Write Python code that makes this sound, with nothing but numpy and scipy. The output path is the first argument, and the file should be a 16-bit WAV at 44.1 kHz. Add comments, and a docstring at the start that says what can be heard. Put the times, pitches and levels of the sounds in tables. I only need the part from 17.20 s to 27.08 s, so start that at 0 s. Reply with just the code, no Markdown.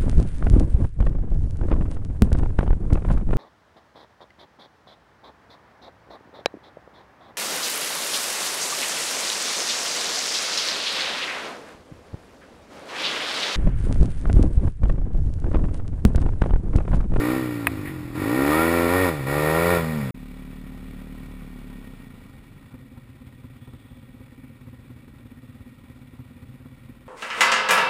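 """Quad bike on a snowy forest trail.

A single-cylinder engine, heard from the rider's helmet, climbs in three bursts of throttle. Each firing
is a pressure pulse that excites the resonances of exhaust and casing. Something hard clicks once against
the helmet camera, bodywork buzzes and a squeal rises briefly. After a sudden instant of silence the
engine rolls along gently, winds down and settles into a lumpy idle."""
import sys
import numpy as np
from scipy import signal
from scipy.fft import rfft, irfft, next_fast_len
from scipy.io import wavfile
from scipy.ndimage import uniform_filter1d, map_coordinates

SR = 44100
rng = np.random.default_rng(int(sys.argv[2]) if len(sys.argv) > 2 else 0)


def to_wav(s):
    """Save 16-bit WAV."""
    ch = np.atleast_2d(s).T  # columns
    pcm = np.round(np.clip(ch, -1, 1) * 32767)  # PCM
    wavfile.write(sys.argv[1], SR, pcm.astype(np.int16))


N = 435707

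# Engine speed, climbing and rolling. Each row: time in seconds, firings per second.
CLIMB_SPEED = [(0, 57.5), (.16, 65.6), (.3, 60.3), (.5, 54.8), (.75, 44.6), (.93, 39.3), (1.17, 65.6),
               (1.4, 81.2), (1.53, 85), (1.68, 85.4), (1.76, 92), (1.84, 93.5), (1.95, 74.5), (2.04, 65),
               (2.15, 73.4), (2.3, 78.3), (2.51, 88.4), (2.66, 79.8), (2.74, 77.6), (2.9, 61.2)]
ROLL_SPEED = [(2.94, 36.3), (4.0, 37.5), (4.3, 36), (4.58, 35), (4.8, 30.2), (5.0, 26), (5.25, 22),
              (5.55, 19)]
# Bursts of throttle. Each row: start, opening time constant, end and closing time constant in seconds,
# then level offsets in dB for muffler hum, pipe drone, bark and hard edge.
BURSTS = [(-.05, .02, .12, .13, -3, -.5, -2, -1), (.942, .08, 1.89, .035, -1.5, 0, -.5, 0),
          (2.06, .07, 2.57, .05, 5, -9.5, 2, 1.2)]
# Exhaust response under load and off load. Each row: frequency in Hz, relative gain in dB.
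LOADED_PIPE = [(30, -54), (62, -21), (88, 5.5), (160, 1), (230, 15), (300, 29), (420, 3), (530, 2),
               (680, 1.5), (900, 4.5), (2400, -39), (3000, -37), (5500, -65)]
COASTING_PIPE = [(20, -9), (36, 31), (55, -34.5), (75, 1.5), (110, -11.5), (140, -2.5), (185, 6.5),
                 (220, 0), (258, 7), (310, -12), (400, -12.5), (520, -17.5), (800, -26.5), (3000, -64)]
# Noise spectra of combustion, of valve gear and drive, and of tyres and engine bay.
# Each row: frequency in Hz, relative spectral level in dB.
RASP_SPECTRUM = [(100, -49), (350, 8.5), (600, -1.5), (1000, 1.5), (1400, -1), (2400, -2), (2900, -11.5),
                 (4000, -14), (5500, -17.5), (6500, -35)]
MECHANISM_SPECTRUM = [(100, -21.5), (350, 11.5), (650, 3), (1400, 2), (2400, -1), (3000, -5), (3700, -7),
                      (5000, -21), (6500, -18.5)]
RUMBLE_SPECTRUM = [(18, -43), (35, -5.5), (80, -4), (135, 3), (175, -11), (255, -2), (330, -17.5),
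                   (440, -28), (520, -18), (650, -32), (1500, -67.5)]
# Resonances of the idling muffler, of the casing with its bodywork, and narrow casing ones that whine.
# Each row: frequency in Hz, bandwidth in Hz, relative gain in dB.
MUFFLER_MODES = [(34.3, 3.5, -15), (88, 24, -4), (120.6, 8.7, -2.5), (288, 200, -24)]
CASING_MODES = [(802.5, 19, 6.5), (985, 66, 1), (1198, 230, -1), (1371, 26, 4.5), (1857, 81, 9),
                (2241, 67, 7), (3340, 80, -0.5)]
CASING_WHINE_MODES = [(778, 12, 2), (944, 32, -13), (1181, 46, 6.5), (1391, 45, 5), (1855, 48, 5)]
# Tailpipe resonances that swell and fade at each idle firing.
# Each row: frequency in Hz, relative level in dB, delay in seconds, half-length in seconds.
TAILPIPE_MODES = [(246.3, -54, 0.0072, 0.013), (516.4, -68, 0.011, 0.0088)]
# Camera housing modes. Each row: frequency in Hz, relative level in dB, 60 dB decay time in seconds.
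HOUSING_MODES = [(695, -23, 0.069), (1020, -16.5, 0.026), (1250, -3.5, 0.011), (1710, 2, 0.008),
                 (1920, -6.5, 0.019), (2090, -9, 0.014), (2490, -6, 0.02), (3770, -24.5, .012)]
# Hard or half-missed idle firings. Each row: time in seconds, change of strength in dB.
STUMBLES = [(5.54, 1), (5.66, -9), (5.75, 4.5), (5.81, -7), (5.95, -8), (6.07, -4), (6.53, 3.5), (9.46, 0)]
# Bodywork buzzes. Each row: centre in seconds, half-length in seconds, level in dB, frequency in Hz.
RATTLES = [(0.676, .03, -41, 1920), (6.6, .4, -70, 3400), (7.25, 0.14, -67, 2300)]

CUT_S, RESUME_S, IDLE_S = 2.906, 2.943, 5.5395
CRUISE_HZ, ROLL_HZ, IDLE_HZ = 70, 36, 17.105  # firing rates
TIME = np.arange(N) / SR


def amp(db):
    """Amplitude ratio of a level in decibels."""
    return 10 ** (np.asarray(db) / 20)


def unit(x):
    """Normalisation to an rms of 1."""
    return x / np.sqrt(np.mean(x ** 2) + 1e-20)


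def steady(x):
    """Division by the envelope holds the running rms at 1."""
    power = uniform_filter1d(uniform_filter1d(x ** 2, size=3000), size=3000)
    return x / np.sqrt(np.abs(power) + 1e-6 * np.mean(x ** 2))


def ramp(start_s, length_s):
    """A linear rise from 0 to 1."""
    return np.clip((TIME - start_s) / length_s, 0, 1)


def wobble(rate):
    """Smooth random modulation, with rate knots a second."""
    return map_coordinates(rng.standard_normal(int(N * rate / SR) + 4), [TIME * rate])


def filtered(x, response):
    """Linear filtering: the spectrum is multiplied by a complex frequency response."""
    size = 2 * next_fast_len((N + SR // 2) // 2)
    return irfft(rfft(x, size) * response(np.fft.rfftfreq(size, 1 / SR)), size)[:N]


def coloured(x, points, abrupt=1):
    """Filtering by (Hz, dB) points: minimum phase (abrupt=1) gives steep fronts, zero phase (0) swells."""
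    f, db = np.transpose(points)
    def response(hz):
        cepstrum = irfft(np.log(amp(np.interp(np.log(hz + 1), np.log(f), db))))
        half = len(cepstrum) // 2
        causal = rfft(np.r_[cepstrum[0], 2 * cepstrum[1:half]], len(cepstrum))
        return np.exp(causal.real + 1j * abrupt * causal.imag)
    return filtered(x, response)


def resonate(x, modes):
    """Superposition of damped second-order resonators."""
    return filtered(x, lambda f: sum(amp(db) * 1j * f * width / (hz * hz - f * f + 1j * f * width)
                                     for hz, width, db in modes))


def band(x, lo_hz, hi_hz, order=12):
    """A band-pass formed as the difference of two low-passes."""
    return filtered(x, lambda f: 1 / (1 + (f / hi_hz) ** order) - 1 / (1 + (f / lo_hz) ** order))


def pulses(times, sizes):
    """Impulses, each shared linearly between its two nearest samples."""
    at = np.clip(times * SR, 0, N)
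    i = at.astype(int)
    return (np.bincount(i, sizes * (1 - at + i), N + 2) + np.bincount(i + 1, sizes * (at - i), N + 2))[:N]


def firings(cycle, jitter_s, scatter_db):
    """A quasi-periodic train of pressure pulses, one per engine cycle."""
    times = np.interp(np.arange(np.ceil(cycle[0]), cycle[-1]), cycle, TIME)
    chance = rng.standard_normal((len(times), 2))
    return pulses(times + jitter_s * chance[:, 0], amp(scatter_db * chance[:, 1]))


def puffs(cycle, depth, fade_cycles):
    """Amplitude-modulated noise that flares at each firing and decays exponentially."""
    return rng.standard_normal(N) * (1 + depth * np.exp(-(cycle % 1) / fade_cycles))


def metallic(x, spectrum, ring_db):
    """Noise travels by two paths: directly and through the resonant casing."""
    return unit(unit(coloured(x, spectrum)) + amp(ring_db) * unit(resonate(x, CASING_MODES)))


def rumble(cycle):
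    """Low noise of tyres and engine bay, modulated at the firing rate."""
    return amp(-47.5) * unit(coloured(puffs(cycle, depth=1, fade_cycles=.39), RUMBLE_SPECTRUM))


def jolts():
    """Structure-borne noise: the rough trail shakes the camera mount."""
    shake = unit(band(rng.standard_normal(N), 26, 190, order=4))
    return amp(-42.5 + 1.5 * wobble(6)) * shake


def bodywork_rattle(width_hz=200):
    """Random excitation of a resonance: loose bodywork buzzes over a bump and as the idle shakes it."""
    def buzz(hz):
        flurry = rng.standard_normal(N) * amp(3 * wobble(70))
        return unit(band(resonate(flurry, [(hz, width_hz, 0)]), 1500, 4200))
    return sum(amp(db) * np.exp(-((TIME - s) / half) ** 2) * buzz(hz) for s, half, db, hz in RATTLES)


def housing_click(start_s=.4701):
    """Free vibration after impact: the camera housing rings briefly, its mount lower and longer."""
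    t = np.maximum(TIME - start_s, 0)
    ring = sum(amp(db - 60 * t / t60) * np.sin(2 * np.pi * hz * t) for hz, db, t60 in HOUSING_MODES)
    attack = 1 - np.exp(-t / .00042)
    mount = amp(-29 - 60 * t / .41) * np.sin(2 * np.pi * 76 * t)
    return amp(-3) * ring * attack + mount


def valve_clatter(cycle, speed):
    """Impact noise: loose parts of valve gear and drive tick at random, louder with speed."""
    ticking = puffs(cycle, depth=.5, fade_cycles=.4) * amp(1.56 * wobble(200))
    tinny = metallic(ticking, MECHANISM_SPECTRUM, ring_db=-3)
    return amp(-53 + 5.73 * np.log2(speed / ROLL_HZ) + .22 * wobble(25)) * tinny


def belt_squeal(centre_s=1.385, half_s=.075, centre_hz=1310, rise_hz_per_s=2100):
    """A rough rising squeal, probably friction of the slipping belt, and the extra rasp in dB around it."""
    u = (TIME - centre_s) / half_s
    pitch = centre_hz + rise_hz_per_s * half_s * np.tanh(u) + 30 * wobble(150)
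    envelope = amp(-25 + 2.2 * wobble(79.7)) * np.exp(-u ** 2)
    return envelope * np.sin(2 * np.pi * np.cumsum(pitch) / SR), 3 * np.exp(-(u + .5) ** 2 / 2)


def casing_whine(cycle):
    """Engine harmonics sing out as they sweep through narrow casing resonances."""
    strokes = firings(cycle + .6, jitter_s=.00002, scatter_db=.5)
    song = band(resonate(strokes, CASING_WHINE_MODES), 610, 2500)
    return song / np.std(song[:int(CUT_S * SR)])


def idle(lope_db=5, lope_beats=4.18, lope_peak_s=6.26, knock_s=.026):
    """Impulse responses of muffler, tailpipe and casing to firings whose strength lopes over a few beats."""
    times = np.arange(IDLE_S, N / SR, 1 / IDLE_HZ)
    lope = np.cos(2 * np.pi * (times - lope_peak_s) * IDLE_HZ / lope_beats)
    chance = rng.standard_normal((len(times), 2))
    size_db = 8.5 + lope_db * lope + 2.5 * chance[:, 0]
    size_db += sum(db * (np.abs(times - s) < .5 / IDLE_HZ) for s, db in STUMBLES)
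    fired = times + .00399 + .0014 * chance[:, 1]
    bangs = pulses(fired, amp(size_db))
    # gas gushes out as the valve opens and closes around each firing
    opening = np.abs(signal.fftconvolve(bangs, np.hanning(SR // 32), "same"))
    gush = amp(-34.5) * opening * rng.standard_normal(N)
    muffler = band(resonate(bangs + gush, MUFFLER_MODES), 16, 416, order=6)
    # the tailpipe answers weak and hard firings more evenly
    blows = pulses(fired, amp(6 + .5 * size_db))
    t = np.arange(-SR // 20, SR // 20) / SR
    hoot = sum(amp(db) * np.exp(-((t - delay) / half) ** 2) * np.cos(2 * np.pi * hz * t)
               for hz, db, delay, half in TAILPIPE_MODES)
    tailpipe = signal.fftconvolve(blows, hoot, "same")
    shaking = np.abs(signal.fftconvolve(bangs, np.exp(-(2 * t / knock_s) ** 2), "same"))
    casing = metallic(shaking * rng.standard_normal(N), RASP_SPECTRUM, ring_db=-15)
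    return muffler + tailpipe + amp(-73) * unit(band(casing, 390, 2100, order=4))


def coasting_exhaust(cycle, speed):
    """Weak excitation: with the throttle nearly closed, soft uneven firings fade as they slow."""
    octaves = np.log2(speed / ROLL_HZ)
    bangs = firings(cycle, jitter_s=.00017, scatter_db=1.4)
    burble = amp(-40) * rng.standard_normal(N)
    pipe = coloured(bangs + burble, COASTING_PIPE, abrupt=.69)
    throb = amp(-44 + 16 * octaves) * steady(band(pipe, 22, 82))
    return throb + amp(-41 + 17.4 * octaves) * steady(band(pipe, 47, 1500))


def slow_engine():
    """The firing rate falls until the note parts into idle thumps, above clatter and rumble."""
    roll_speed = np.interp(TIME, *np.transpose(ROLL_SPEED))
    roll_cycle = np.cumsum(roll_speed) / SR
    stopped = ramp(5.5, .05)
    cycle = np.where(stopped < 1, roll_cycle, (TIME - IDLE_S) * IDLE_HZ)
    speed = (1 - stopped) * roll_speed + stopped * IDLE_HZ
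    rolling = (1 - stopped) * coasting_exhaust(roll_cycle, roll_speed)
    return rolling + idle() + valve_clatter(cycle, speed) + rumble(cycle)


def rider(snap_share=.58, snap_s=.0076):
    """First-order lags give the throttle opening (0-1) and the four level offsets of the bursts."""
    def since(start_s, lag_s):
        return 1 - np.exp(-np.maximum(TIME - start_s, 0) / lag_s)
    throttle = 0
    for on, rise, off, fall, *_ in BURSTS:
        opened = snap_share * since(on, snap_s) + (1 - snap_share) * since(on, rise)
        throttle += opened * (1 - since(off, fall))
    # the offsets move to those of the next burst as each one closes
    offsets = np.array(BURSTS)[:, 4:, None]
    offset_db = offsets[0]
    for step, (_, _, off, fall, *_) in zip(np.diff(offsets, axis=0), BURSTS):
        offset_db = offset_db + step * since(off, fall)
    return throttle, *offset_db


def hard_edge(cycle, level_db):
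    """Sharp pulse fronts excite the casing modes, and turbulent gas follows each one."""
    slaps = firings(cycle - .15, jitter_s=.00006, scatter_db=1.5)
    ring = steady(band(resonate(slaps, CASING_MODES), 410, 1950, order=6))
    gas = metallic(puffs(cycle, depth=.3, fade_cycles=.8), RASP_SPECTRUM, ring_db=-5)
    # as the throttle closes the knocks soften and the hiss dominates
    knock_share = np.interp(level_db, [-42, -28], [.15, .6])
    return amp(level_db) * (np.sqrt(knock_share) * ring + np.sqrt(1 - knock_share) * gas)


def pipe_drone(pipe, bangs, speed, level_db, best_hz=68.7):
    """Pipe resonance peaks at one firing rate; on the final overrun the gas cools and the drone sinks."""
    detuning_db = 12 * np.abs(np.log2(speed / best_hz))
    drone = amp(level_db - detuning_db) * steady(band(pipe, 184, 450))
    overrun = ramp(2.55, .12)
    sunk = band(resonate(bangs, [(223, 30, 0)]), 136, 278)
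    sunk /= np.sqrt(np.average(sunk ** 2, weights=overrun * (TIME < CUT_S)))
    return (1 - overrun) * drone + overrun * amp(-30.5) * sunk


def climbing_engine():
    """Source and filter: firings drive the exhaust, and throttle and speed set the level of its bands."""
    speed = np.interp(TIME, *np.transpose(CLIMB_SPEED))
    cycle = np.cumsum(speed) / SR - .1
    throttle, hum_db, drone_db, bark_db, edge_db = rider()
    def level(closed_db, throttle_db, octave_db):
        return closed_db + throttle_db * throttle + octave_db * np.log2(speed / CRUISE_HZ)
    squeal, slip_db = belt_squeal()
    bangs = firings(cycle, jitter_s=.00004, scatter_db=.7)
    # at low speed the intake gulp is heard between the exhaust strokes
    gulps = np.clip((62 - speed) / 35, 0, .45) * firings(cycle + .6, jitter_s=.0003, scatter_db=2)
    pipe = coloured(bangs + gulps, LOADED_PIPE, abrupt=.38)
    boom = amp(level(closed_db=-41, throttle_db=2.8, octave_db=15)) * steady(band(pipe, 25, 104))
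    hum = amp(hum_db + level(-35.5, 2.3, 1)) * steady(band(pipe, 98.5, 173.6, order=20))
    drone = pipe_drone(pipe, bangs, speed, drone_db + level(-28.5, 7.6, 0))
    bark = amp(bark_db + level(-42, 13.3, 15.1)) * steady(band(pipe, 410, 615, order=18))
    edge = hard_edge(cycle, edge_db + slip_db + level(-39.5, 11.25, 8.5))
    whine = amp(level(-50, 12.4, 5.4)) * casing_whine(cycle)
    return boom + hum + drone + bark + edge + whine + squeal


def scene():
    """Superposition of the sources: the climb, an instant of silence, then the slow running."""
    climb = (1 - ramp(CUT_S, .003)) * (climbing_engine() + jolts() + housing_click())
    slow = ramp(RESUME_S, .003) * slow_engine()
    return (climb + slow + bodywork_rattle())[None]


def record(dry):
    """Spectral imaging: a low-rate sample-and-hold mirrors the sound around its rate as a thin fizz."""
    hold_hz, top_hz = 12000, 15400
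    base = filtered(dry[0], lambda hz: 1 / (1 + (hz / 5800) ** 30))
    steps = filtered(base, lambda hz: hz / np.maximum(hold_hz - hz, hold_hz / 2))
    mirror = amp(6.5) * steps * np.cos(2 * np.pi * hold_hz * TIME)
    return filtered(base + mirror, lambda hz: hz < top_hz)[None]


dry = scene()
out = record(dry)
to_wav(out)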